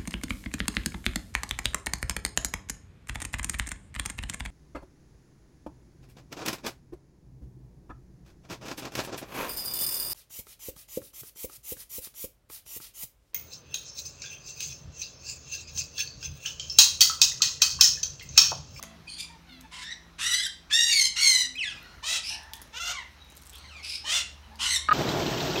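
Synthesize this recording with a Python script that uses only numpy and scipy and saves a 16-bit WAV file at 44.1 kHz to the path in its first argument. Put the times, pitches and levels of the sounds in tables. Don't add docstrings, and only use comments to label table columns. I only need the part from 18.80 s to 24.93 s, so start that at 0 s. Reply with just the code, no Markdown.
import sys
import numpy as np
from scipy import signal
from scipy.fft import rfft, irfft, next_fast_len
from scipy.io import wavfile
from scipy.ndimage import uniform_filter1d, map_coordinates

SR = 44100
rng = np.random.default_rng(int(sys.argv[2]) if len(sys.argv) > 2 else 0)


def linear_from_db(decibels):
    return 10 ** (np.asarray(decibels, float) / 20)


def to_wav(s):
    ch = np.atleast_2d(s).T
    pcm = np.round(np.clip(ch, -1, 1) * 32767)
    wavfile.write(sys.argv[1], SR, pcm.astype(np.int16))


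N = 270333
T = np.arange(N) / SR


def unit(x):
    return x / np.sqrt(np.mean(x ** 2) + 1e-20)


def along(points, hz):
    f, v = np.transpose(points)
    return np.interp(np.log(hz + 1), np.log(f + 1), v)


def wobble(rate, size):
    knots = rng.standard_normal(int(size * rate / SR) + 4)
    return map_coordinates(knots, [np.arange(size) * rate / SR])


def filtered(x, response):
    m = next_fast_len(len(x) + 8192)
    return irfft(rfft(x, m) * response(np.fft.rfftfreq(m, 1 / SR)), m)[:len(x)]


# f/Hz, level/dB per Hz
AIR_COLOUR = [(59, -7.5), (100, -10), (129, -9.5), (500, -20), (944, -17), (3660, -24), (3990, -20.5),
              (4620, -27.5), (5840, -25), (7690, -37), (11500, -39), (15800, -41)]
# t/s, level/dB
AIR_LEVEL = [(0, -55.5), (.6, -57.5), (1.3, -58), (2.8, -56.5), (3.05, -52), (3.3, -55), (4.9, -55),
             (6.13, -55)]


def air():
    z = signal.stft(rng.standard_normal(N), nperseg=512)[2]
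    patches = uniform_filter1d(rng.standard_normal(z.shape), 6, 0)
    patches = uniform_filter1d(patches, 14, 1)
    patchy = signal.istft(z * linear_from_db(1.8 * unit(patches)), nperseg=512)[1][:N]
    coloured = unit(filtered(patchy, lambda hz: linear_from_db(along(AIR_COLOUR, hz))))
    return linear_from_db(np.interp(T, *np.transpose(AIR_LEVEL))) * coloured


# t/s, throb level/dB, drone level/dB, whine level/dB
ENGINE_LEVELS = [
    (0.0, -61, -61, -61),
    (0.56, -60, -63, -61.5),
    (2.99, -61, -64.5, -70),
    (3.34, -61, -60, -92),
    (3.91, -59.5, -62, -85),
    (5.53, -61, -52.5, -104),
    (6.13, -58, -48.5, -67),
]


def engine():
    s, *levels = np.transpose(ENGINE_LEVELS)
    out = np.zeros(N)
    for hz, db, drift in zip((55, 73.5, 166), levels, (.07, .012, .008)):
        turn = 2 * np.pi * np.cumsum(hz * (1 + drift * wobble(12, size=N))) / SR
        out += linear_from_db(np.interp(T, s, db) + 2.2 * wobble(6.9, size=N)) * np.sqrt(2) * np.sin(turn)
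    weak = sum(linear_from_db(3 * wobble(5, size=N)) * np.sin(turn * order / 3) for order in range(4, 7))
    return out + linear_from_db(np.interp(T, s, db) - 7.0) * weak


# t/s, length/s, f/Hz, level/dB
COOS = [
    (0, 0.24, 219.5, -58),
    (0.699, 0.16, 256, -55.5),
    (2.631, 0.16, 257, -58.5),
    (5.68, 0.27, 221, -60.5),
]


def coos():
    out = np.zeros(N)
    for s, length, hz, db in COOS:
        swell = np.sin(np.pi * np.clip((T - s) / length, 0, 1)) ** 0.17
        out += linear_from_db(db) * swell * np.sqrt(2) * np.sin(2 * np.pi * hz * T)
    return out


def notes(rows, shape):
    peak, rise_db, fall_db, bend = shape
    u = np.linspace(0, 1, 9)
    swell_db = np.interp(u, (0, np.clip(peak, .05, .95), 1), (-rise_db, 0, -fall_db))
    curves = []
    for s, length, db, first, last in rows:
        pitch_hz = last + (first - last) * (1 - u) ** bend
        curves.append(np.transpose([s + length * u, pitch_hz, db + swell_db]))
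    return curves


def partials(turn, pitch_hz, share, gains, k):
    clock = np.cumsum(150 + 900 * share ** 2) / SR
    high = .5 + k * pitch_hz.mean() / 5000
    knots = rng.standard_normal((len(k), 2, int(4 * clock[-1]) + 2))
    slip = []
    for h, (re, im) in zip(high, knots):
        slip.append(np.interp(clock * h, np.arange(len(re)), re + 1j * im))
    firm = (1 - share) ** high
    step = np.sqrt(firm) + np.sqrt(.75 * (1 - firm)) * np.array(slip)
    stack = gains * step * np.exp(1j * (k * turn + .1 * k * k))
    return stack.real.sum(0) / np.sqrt((gains ** 2).sum(0) / 2)


def bird(calls, manner, rough, throats, flutter_db, breath_db, edge=0.011):
    out = np.zeros(N)
    for rows, (*odd, bright_db), (onset, settled, settle_s), throat in zip(
            calls, manner, rough, throats * len(calls)):
        s, *cols = np.transpose(rows)
        a, b = max(int(s[0] * SR), 0), min(int(s[-1] * SR), N)
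        t = T[a:b]
        pitch_hz, level_db = [np.interp(t, s, c) for c in cols]
        odd_db = np.interp(t, s[[0, -1]], (odd[0], odd[-1]))

        tilt_db = bright_db + 0.2241 * (level_db - level_db.max())
        tilt_db = tilt_db - 2 * np.exp((s[0] - t) / 0.022)
        share = settled + (onset - settled) * np.exp((s[0] - t) / settle_s)

        def colour(hz, tilt):
            return linear_from_db(along(throat, hz) + tilt * np.log2(hz / 3000 + .01))

        tremble = 1 + .03 * share ** 2 * wobble(200, size=b - a) + .02 * share * wobble(35, size=b - a)
        turn = 2 * np.pi * np.cumsum(pitch_hz * tremble) / SR
        k = np.arange(1, 16000 // pitch_hz.min() + 1)[:, None]
        gains = colour(k * pitch_hz, tilt_db) * linear_from_db(np.minimum(odd_db, 6) * (k % 2))
        gains = gains * (k * pitch_hz < 16000)
        tone = partials(turn, pitch_hz, share, gains, k)

        puffs = rng.standard_normal(b - a) * (1 + np.cos(turn)) ** 2
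        breath = unit(filtered(puffs, lambda hz: colour(hz, tilt_db.mean())))
        rasp = unit(filtered(puffs, lambda hz: colour(hz, tilt_db.mean() - 5)))
        air_noise = linear_from_db(breath_db) * (.075 * breath + share ** 3 * rasp)

        flutter = linear_from_db(flutter_db * (1 - .7 * share ** 2) * wobble(140, size=b - a))
        fade = np.clip(np.minimum(t - s[0], s[-1] - t) / edge, 0, 1)
        out[a:b] += linear_from_db(level_db) * fade * unit(flutter) * (tone + air_noise)
    return out



# t/s, length/s, peak level/dB, first f/Hz, last f/Hz
FAR = [
    (0, 0.17, -70.5, 668, 652),
    (.49, 0.098, -70.5, 938, 883),
    (.83, 0.051, -68, 880, 877),
    (3.49, 0.35, -67, 873, 904),
    (4.39, 0.16, -73, 3780, 3840),
    (4.83, 0.067, -66.5, 1080, 1000),
    (5.62, 0.087, -74.5, 1017, 947),
    (5.97, 0.15, -60.5, 1050, 1112),
    (3, 0.21, -69.5, 1424, 1423),
    (3.015, 0.064, -66, 2010, 1860),
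]
LATE_SWELLS = [
    (.65, .165, -68, 776, 648),
    (5.695, 0.078, -68, 770, 950),
]
FAR_SHAPE = (0.11, 1, 7.9, 0.906)
LATE_SHAPE = (0.27, 30, 8.3, 1.3)
FAR_MANNER = [(8, -3.5), (-6, -17), (-2, -8), (-20, -23.5), (-3, -21), (-9, -5), (15, -4), (-7.5, -4.5),
              (6, -5.5), (6, -7)]
LATE_MANNER = [(1, -0.5), (-1.7, -14)]
FAR_ROUGH = [(r, r, 1) for r in (.45, .4, .4, .68, .35, .7, .45, .3, .45, .4, .25, .4)]
DISTANT_THROAT = [(400, 11), (700, -9.5), (4200, 2), (5600, -20), (8000, -23)]


def far_whistlers():
    calls = notes(FAR, FAR_SHAPE) + notes(LATE_SWELLS, LATE_SHAPE)
    return bird(calls, FAR_MANNER + LATE_MANNER, FAR_ROUGH, [DISTANT_THROAT],
                flutter_db=2, breath_db=-6, edge=.02)


# t/s, peak level/dB, wire f/Hz
CLAWS = [(.0276, -25, 6280), (0.0364, -32, 6500), (0.807, -55, 12000), (0.8106, -37.5, 6400),
         (1.041, -46, 13000), (2.7573, -42, 4020), (2.989, -54, 13500), (3.029, -46, 14200),
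         (3.153, -78, 13000), (3.634, -45, 9000), (3.7349, -22.5, 3380), (3.739, -33, 3160),
         (3.7435, -54, 3140), (3.7549, -39, 6200), (3.767, -39, 13100), (3.779, -49, 6000),
         (3.817, -34, 11200), (3.8198, -35.5, 6700), (3.8267, -39, 5660), (3.842, -57, 4000),
         (3.876, -51, 3180), (4.4468, -53, 14000), (4.478, -68, 13000), (4.5013, -44.5, 9100),
         (4.507, -48, 7000), (4.522, -44, 6500), (4.553, -47, 12000), (4.566, -43, 11400),
         (4.570, -37, 12500), (4.577, -39, 7300), (4.592, -54, 5920), (4.618, -45, 11900),
         (4.623, -43, 9450), (4.635, -45, 6560), (4.654, -47, 8900), (4.659, -42, 8000),
         (4.668, -40.5, 9900), (4.673, -40, 7900), (4.696, -37, 7800), (4.701, -37, 7900),
         (4.733, -40, 13100), (4.753, -42, 12000), (4.757, -38, 9000), (4.782, -45, 13000),
         (4.785, -41, 9050), (5.757, -41, 4800), (5.968, -31, 3220), (5.974, -31, 2600)]
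# t/s, peak level/dB
KNOCKS = [
    (0.0273, -26),
    (0.036, -24.5),
    (3.737, -46),
    (3.818, -36),
    (4.522, -36),
    (4.572, -37),
    (5.967, -40),
]


def claws():
    bright, dull = np.zeros(N + SR), np.zeros(N + SR)
    t = np.arange(SR // 20) / SR
    for s, db, hz in CLAWS:
        crack = rng.standard_normal(len(t)) * (linear_from_db(-60 * t / .0045) + linear_from_db(-17 - 60 * t / .06))
        ring = linear_from_db(2 - 60 * t / .006) * np.sin(2 * np.pi * hz * t)
        bright[round(s * SR):][:len(t)] += linear_from_db(db) * (crack + ring)
    for s, db in KNOCKS:
        dull[round(s * SR):][:len(t)] += linear_from_db(db - 60 * t / 0.023) * rng.standard_normal(len(t))
    wire = filtered(bright[:N], lambda f: (1j * f / (2600 + 1j * f)) ** 2 / (1 + 1j * f / 14000))
    frame = filtered(dull[:N], lambda f: 1j * f / (250 + 1j * f) / (1 + 1j * f / 2200) ** 2)
    return wire + frame


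# t/s, f/Hz, level/dB
SHRILL = [
    [(.268, 1184, -47), (.3, 1124, -40.5), (.39, 1130, -41)],
    [(.378, 1206, -30.5), (.44, 1195, -42), (.48, 1240, -67)],
    [(3.42, 1190, -46), (3.47, 1271, -33.5), (3.51, 1382, -33.5), (3.57, 1338, -41)],
    [(4.72, 785, -47), (4.75, 862, -47), (4.79, 1054, -55.5), (4.91, 1042, -53)],
    [(5.025, 1265, -34.5), (5.07, 1249, -38.5), (5.11, 1273, -35.5), (5.16, 1300, -34), (5.19, 1305, -46),
     (5.22, 1310, -59)],
    [(.275, 1570, -48), (.33, 1570, -50), (.39, 1620, -53)],
    [(.265, 1180, -47), (.302, 1316, -41)],
]
SHRILL_MANNER = [(-30, -1.5), (-6, 3.5), (-5, 1.5), (-18, -5.5), (-2.5, 1.7), (-22, -4), (-25, -9)]
SHRILL_ROUGH = [(.65, .5, .05), (.75, .58, .05), (.7, .85, .08), (.8, .75, .1), (.82, .72, .1),
                (.6, .6, .1), (.45, .45, .1)]
PIPING_THROAT = [(1200, -47), (2300, -20), (3400, -2), (4500, 4), (6700, -12), (9000, -2.5), (10500, -28),
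                 (16000, -34)]
SMALL_THROAT = [(1200, -45), (2000, -49), (2500, 9.5), (3600, 5), (4800, 0.5), (7000, -5), (9200, -5),
                (10500, -12), (16000, -34)]
THIN_THROAT = [(1200, -41), (2150, -33), (2500, 2.5), (3800, 0.5), (5300, 6.5), (6500, -12), (8200, -11.5),
               (9500, -5.5), (12000, -22), (16000, -31)]


def parakeets():
    throats = [PIPING_THROAT, SMALL_THROAT, THIN_THROAT, SMALL_THROAT, THIN_THROAT, SMALL_THROAT, SMALL_THROAT]
    return bird(SHRILL, SHRILL_MANNER, SHRILL_ROUGH, throats, flutter_db=3.5, breath_db=-1.5, edge=.02)


# t/s, f/Hz, level/dB
SCREECH = [
    [(.91, 1050, -48), (.935, 1042, -42), (.96, 1061, -42), (1.02, 1016, -41.5), (1.045, 936, -34)],
    [(1.005, 871, -44), (1.05, 874, -41), (1.07, 925, -37), (1.095, 928, -39), (1.12, 952.4, -34.5),
     (1.15, 933, -42)],
    [(1.38, 816, -43), (1.41, 873, -28), (1.45, 920, -26), (1.49, 1003, -25), (1.53, 956, -24),
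     (1.58, 1023, -27.5), (1.615, 1011, -31.5), (1.645, 949, -29), (1.672, 910, -29)],
    [(1.9, 813, -38), (1.924, 850, -26), (1.945, 905, -16), (1.98, 933, -19), (2.02, 945.4, -16.5),
     (2.07, 941.7, -20.5), (2.11, 938, -19), (2.15, 855, -26)],
    [(2.355, 1004, -31), (2.39, 1043, -24.5), (2.42, 1095, -19.5), (2.46, 1058, -15), (2.52, 1020, -17.5),
     (2.58, 1013, -19), (2.63, 979, -24.5), (2.67, 944, -34)],
    [(5.785, 905.6, -42.5), (5.82, 997, -26), (5.87, 1029, -26.5), (5.91, 1031, -24.5),
     (5.932, 1016, -20.5), (5.948, 992, -21), (5.964, 926, -20.5), (5.985, 910, -45)],
]
SCREECH_MANNER = [(11, -4, -2), (-23, -25, -9), (3.5, -20, -1.5), (-8.5, 6, -2.5), (-1.5, -1, 0),
                  (19, -37, -1.5)]
SCREECH_ROUGH = [(.85, .82, .1), (.85, .55, .05), (.92, .3, .1), (.97, .27, .02), (.88, .38, .05),
                 (.99, .52, .09)]
RASP_THROAT = [(600, -61), (1050, -12.5), (2000, 0), (3000, -0.5), (4200, 0.5), (6500, -2.5), (9300, -3),
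               (10500, -20), (16000, -24)]
BIG_THROAT = [(500, -106), (950, -40), (1350, -22), (1900, -7), (2700, -8), (3700, 0), (4300, 10),
              (5000, 5), (6100, -1), (7600, -8), (10500, -22), (16000, -31)]
GRUFF_THROAT = [(500, -88), (950, -47), (1350, -13), (1950, -7), (2900, -0.5), (3900, -0.5), (4700, -8.5),
                (5800, -3), (6800, -7.5), (7900, -2), (10500, -13), (16000, -31)]
CLEAR_THROAT = [(500, -106), (950, -45), (1350, -19), (1900, -8.5), (2800, -8), (3750, 3.5), (4300, -2.5),
                (5000, -12), (5700, 1), (6500, -3.5), (7600, -6.5), (10500, -19.5), (16000, -28)]
ARCH_THROAT = [(500, -106), (1000, -30.5), (1400, -17), (2100, -5), (3100, -9.5), (4250, 5), (5100, -9),
               (6200, -0.5), (7200, -9), (8200, -7), (10500, -18.5), (16000, -29)]
LATE_THROAT = [(500, -68), (950, -19), (1500, -21), (2100, -9), (3000, -0.5), (4100, -1.5), (5000, -6),
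               (6000, -3.5), (7000, -5.5), (8000, -3.5), (10500, -14), (16000, -31)]


def cockatoo_screeches():
    throats = [RASP_THROAT, BIG_THROAT, GRUFF_THROAT, CLEAR_THROAT, ARCH_THROAT, LATE_THROAT]
    return bird(SCREECH, SCREECH_MANNER, SCREECH_ROUGH, throats, flutter_db=2.4, breath_db=-3.5, edge=.011)


# t/s, f/Hz, level/dB
GARGLE = [
    [(2.357, 1404, -34), (2.39, 1413, -28), (2.42, 1444, -36), (2.52, 1435, -38)],
    [(1.895, 1148, -41), (1.935, 1236, -37.5)],
    [(5.79, 1401, -45), (5.85, 1428, -31), (5.9, 1504, -40)],
    [(1.385, 1146, -40), (1.44, 1337, -38.5), (1.57, 1480, -39)],
]
GARGLE_MANNER = [(-1, 0.5), (-10, -4.5), (-0.5, -4.5), (1, -5.5)]
GARGLE_ROUGH = [(.55, .6, .05), (.9, .9, .1), (.75, .65, .1), (.8, .8, .1)]
GARGLE_THROAT = [(600, -49), (1200, -11), (2800, -0.5), (4200, -5), (5500, 4), (9000, -25), (16000, -34)]


def cockatoo_gargle():
    return bird(GARGLE, GARGLE_MANNER, GARGLE_ROUGH, [GARGLE_THROAT], flutter_db=3, breath_db=-3.5)


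# t/s, f/Hz, level/dB
ANSWER = [
    [(1.525, 865, -27), (1.541, 856, -26), (1.552, 733, -25), (1.57, 812, -38), (1.595, 818, -27),
     (1.62, 857, -35), (1.665, 910, -32)],
    [(1.658, 795, -38), (1.668, 799, -28), (1.684, 772, -40)],
    [(2.085, 1130, -36), (2.13, 1119, -19.5), (2.17, 1116, -18.5), (2.21, 1070, -17), (2.25, 1031, -20),
     (2.29, 1018, -29)],
]
ANSWER_MANNER = [(-25, -34, -4.5), (-30, -34, 1.5), (-42, 5, 1.5)]
ANSWER_ROUGH = [(.4, .45, .05), (.2, .2, .02), (.72, .45, .05)]
ANSWER_THROAT = [(500, -106), (1050, -28), (1600, -22), (2200, -8.5), (3200, -4.5), (4500, 0), (6400, -7.5),
                 (10000, -18.5), (16000, -36)]
HOOK_THROAT = [(800, -60), (1570, -7.5), (3170, -0.5), (4750, -1), (6300, -17), (9500, -10), (16000, -32)]


def cockatoo_answers():
    return bird(ANSWER, ANSWER_MANNER, ANSWER_ROUGH, [ANSWER_THROAT, HOOK_THROAT, ANSWER_THROAT],
                flutter_db=3.2, breath_db=-3.5, edge=.008)


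# t/s, length/s, peak level/dB, first f/Hz, last f/Hz
SWOOP = [
    (2.775, 0.061, -26.5, 3350, 2390),
]
DROOP = [
    (4.125, .11, -36, 1206, 860),
]
# t/s, f/Hz, level/dB
DIVE = [
    [(4.885, 1685, -54), (4.92, 1321, -46.5), (4.96, 1210, -46.5), (5.015, 1030, -43.5)],
    [(2.82, 2405, -33), (2.839, 2046, -30.5), (2.853, 1790, -33.5), (2.89, 1603, -36.5), (2.93, 1302, -42),
     (2.95, 1260, -51), (2.99, 1202, -43)],
    [(2.748, 1980, -41), (2.758, 2480, -36), (2.784, 2610, -41)],
    [(3.222, 805, -38), (3.245, 1150, -49), (3.285, 1330, -51)],
    [(5.232, 718, -53), (5.262, 1070, -48), (5.3, 1240, -50)],
]
SWOOP_SHAPE = (0.58, 6.3, 10, 1.3)
DROOP_SHAPE = (0.47, 7.4, 9.5, 0.82)
SWOOP_MANNER = [(4.2, -5.5)]
DIVE_MANNER = [(-6.5, -3.4), (0.82, -13.5, -1), (5.7, -4), (5, -20), (5, -25)]
DROOP_MANNER = [(-1, -6.5)]
GLIDE_ROUGH = [(.22, .3, .1), (.4, .55, .06), (.22, .33, .1), (.25, .25, .1), (.2, .3, .03), (.2, .3, .03),
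               (.38, .42, .1)]
GLIDE_THROAT = [(400, -28), (700, -18), (2000, 3), (4000, 0.5), (6500, -8), (9000, -13), (16000, -55)]


def swooping_whistles():
    calls = notes(SWOOP, SWOOP_SHAPE) + DIVE + notes(DROOP, DROOP_SHAPE)
    manner = SWOOP_MANNER + DIVE_MANNER + DROOP_MANNER
    return bird(calls, manner, GLIDE_ROUGH, [GLIDE_THROAT], flutter_db=1.5, breath_db=-6)


# t/s, f/Hz, level/dB
HOARSE = [
    [(3.225, 574, -33), (3.249, 611.7, -34.5), (3.27, 639.6, -28.5), (3.3, 656, -26), (3.335, 661, -25),
     (3.37, 646, -26), (3.41, 644, -40)],
    [(3.92, 419, -46), (3.95, 459, -40.5), (3.995, 526, -26.5)],
    [(3.99, 674, -32.5), (4.105, 722.5, -28.5), (4.135, 699, -29)],
    [(5.238, 584.4, -37), (5.271, 610, -31), (5.315, 639.3, -23.5), (5.335, 693, -24), (5.37, 703, -22.5),
     (5.419, 687, -30.5), (5.44, 675, -56)],
]
HOARSE_MANNER = [(-0.5, -0.5, 0.5), (-5, 2, -2.5), (-3, 1.5, -3), (8.5, -6.5, 1)]
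HOARSE_ROUGH = [(.4, .75, .14), (.36, .4, .1), (.18, .95, .14), (.55, .6, .075)]
HUSKY_THROAT = [(350, -64), (650, -15), (1300, -11.5), (2100, -4.5), (2800, -1), (3800, 4), (4600, -4.5),
                (5600, -1), (8500, -7.5), (11000, -26), (13500, -22), (16000, -28)]
REEDY_THROAT = [(350, -41), (650, -20), (1400, -6.5), (2100, -5.5), (2900, 3), (4500, -4.5), (6200, 2),
                (8300, -10), (10000, -19.5), (12200, -25), (13500, -9), (16000, -30)]
LOW_THROAT = [(350, -53), (650, -18), (1300, -10.5), (2100, -5), (3300, 4), (4500, -7.5), (5500, -3),
              (8500, -10), (11500, -28), (13500, -26), (16000, -30)]


def hoarse_bird():
    return bird(HOARSE, HOARSE_MANNER, HOARSE_ROUGH, [HUSKY_THROAT, REEDY_THROAT, REEDY_THROAT, LOW_THROAT],
                flutter_db=1.5, breath_db=-1, edge=.02)


# t/s, length/s, pulse level/dB
CROAK = [
    (6.0873, .007, -15),
    (6.1097, .018, -14.5),
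]
# f/Hz, width f/Hz, level/dB
CROAK_THROAT = [(257, 66, -20), (1250, 85, 1), (1750, 110, -8), (2200, 120, -22), (2900, 200, -23),
                (3700, 500, -30), (4600, 500, -31)]


def croak():
    period_s = .00482
    pulses = np.zeros(N + SR)
    for s, length, db in CROAK:
        times = s + np.arange(-period_s, length, period_s)
        times = times + rng.normal(0, .00004, len(times))
        pulse_db = db + 37.5 + rng.normal(0, 1.8, len(times))
        pulse_db = pulse_db - 21 * (times < s - period_s / 2)
        pulses[np.round(times * SR).astype(int)] = linear_from_db(pulse_db)

    def response(f):
        throat = 0
        for k, (centre, width, db) in enumerate(CROAK_THROAT):
            peak = 1j * f * width / (centre ** 2 - f * f + 1j * f * width)
            throat = throat + (-1) ** k * linear_from_db(db) * peak
        wall = 1 + linear_from_db(-6) * np.exp(-2j * np.pi * f * .0032) / (1 + (f / 2200) ** 4)
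        softening = (1 + 1.2j * f / 5000 - (f / 5000) ** 2) ** 2
        return throat * wall / softening

    return filtered(pulses[:N], response)


# f/Hz, t60/s
YARD = [(500, 0.3), (2000, 0.38), (5000, 0.34), (10000, 0.27), (16000, 0.03)]


def yard(x, chunk=0.23):
    out, step = np.zeros(N + SR * 2), int(chunk * SR)
    for a in range(0, N, step):
        hz, t, z = signal.stft(rng.standard_normal(SR), SR, nperseg=256)
        decay = linear_from_db(-60 * t / along(YARD, hz)[:, None])
        tail = signal.istft(z * decay, SR, nperseg=256)[1]
        wet = signal.fftconvolve(x[a:a + step], tail / np.linalg.norm(tail))
        out[a:a + len(wet)] += wet
    return out[:N]


def scene():
    far = far_whistlers()
    mesh = claws()
    small = parakeets() + swooping_whistles()
    near = cockatoo_screeches() + cockatoo_gargle() + cockatoo_answers() + hoarse_bird()
    direct = linear_from_db(-3.0) * near + linear_from_db(-2.0) * small + linear_from_db(16.5) * far + mesh
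    wet = linear_from_db(-9.5) * near + linear_from_db(-7.5) * small + linear_from_db(10.0) * far + linear_from_db(-8.0) * mesh
    background = air() + engine() + coos()
    return (direct + yard(wet) + croak() + background)[None]


def band_limit(x):
    return signal.sosfilt(signal.butter(12, 16520, fs=SR, output="sos"), x)


def record(dry):
    heard = filtered(dry[0], lambda hz: (hz < 15900) / (1 + (36 / (hz + 1)) ** 6))[None]
    return band_limit(heard)


dry = scene()
out = record(dry)
to_wav(out)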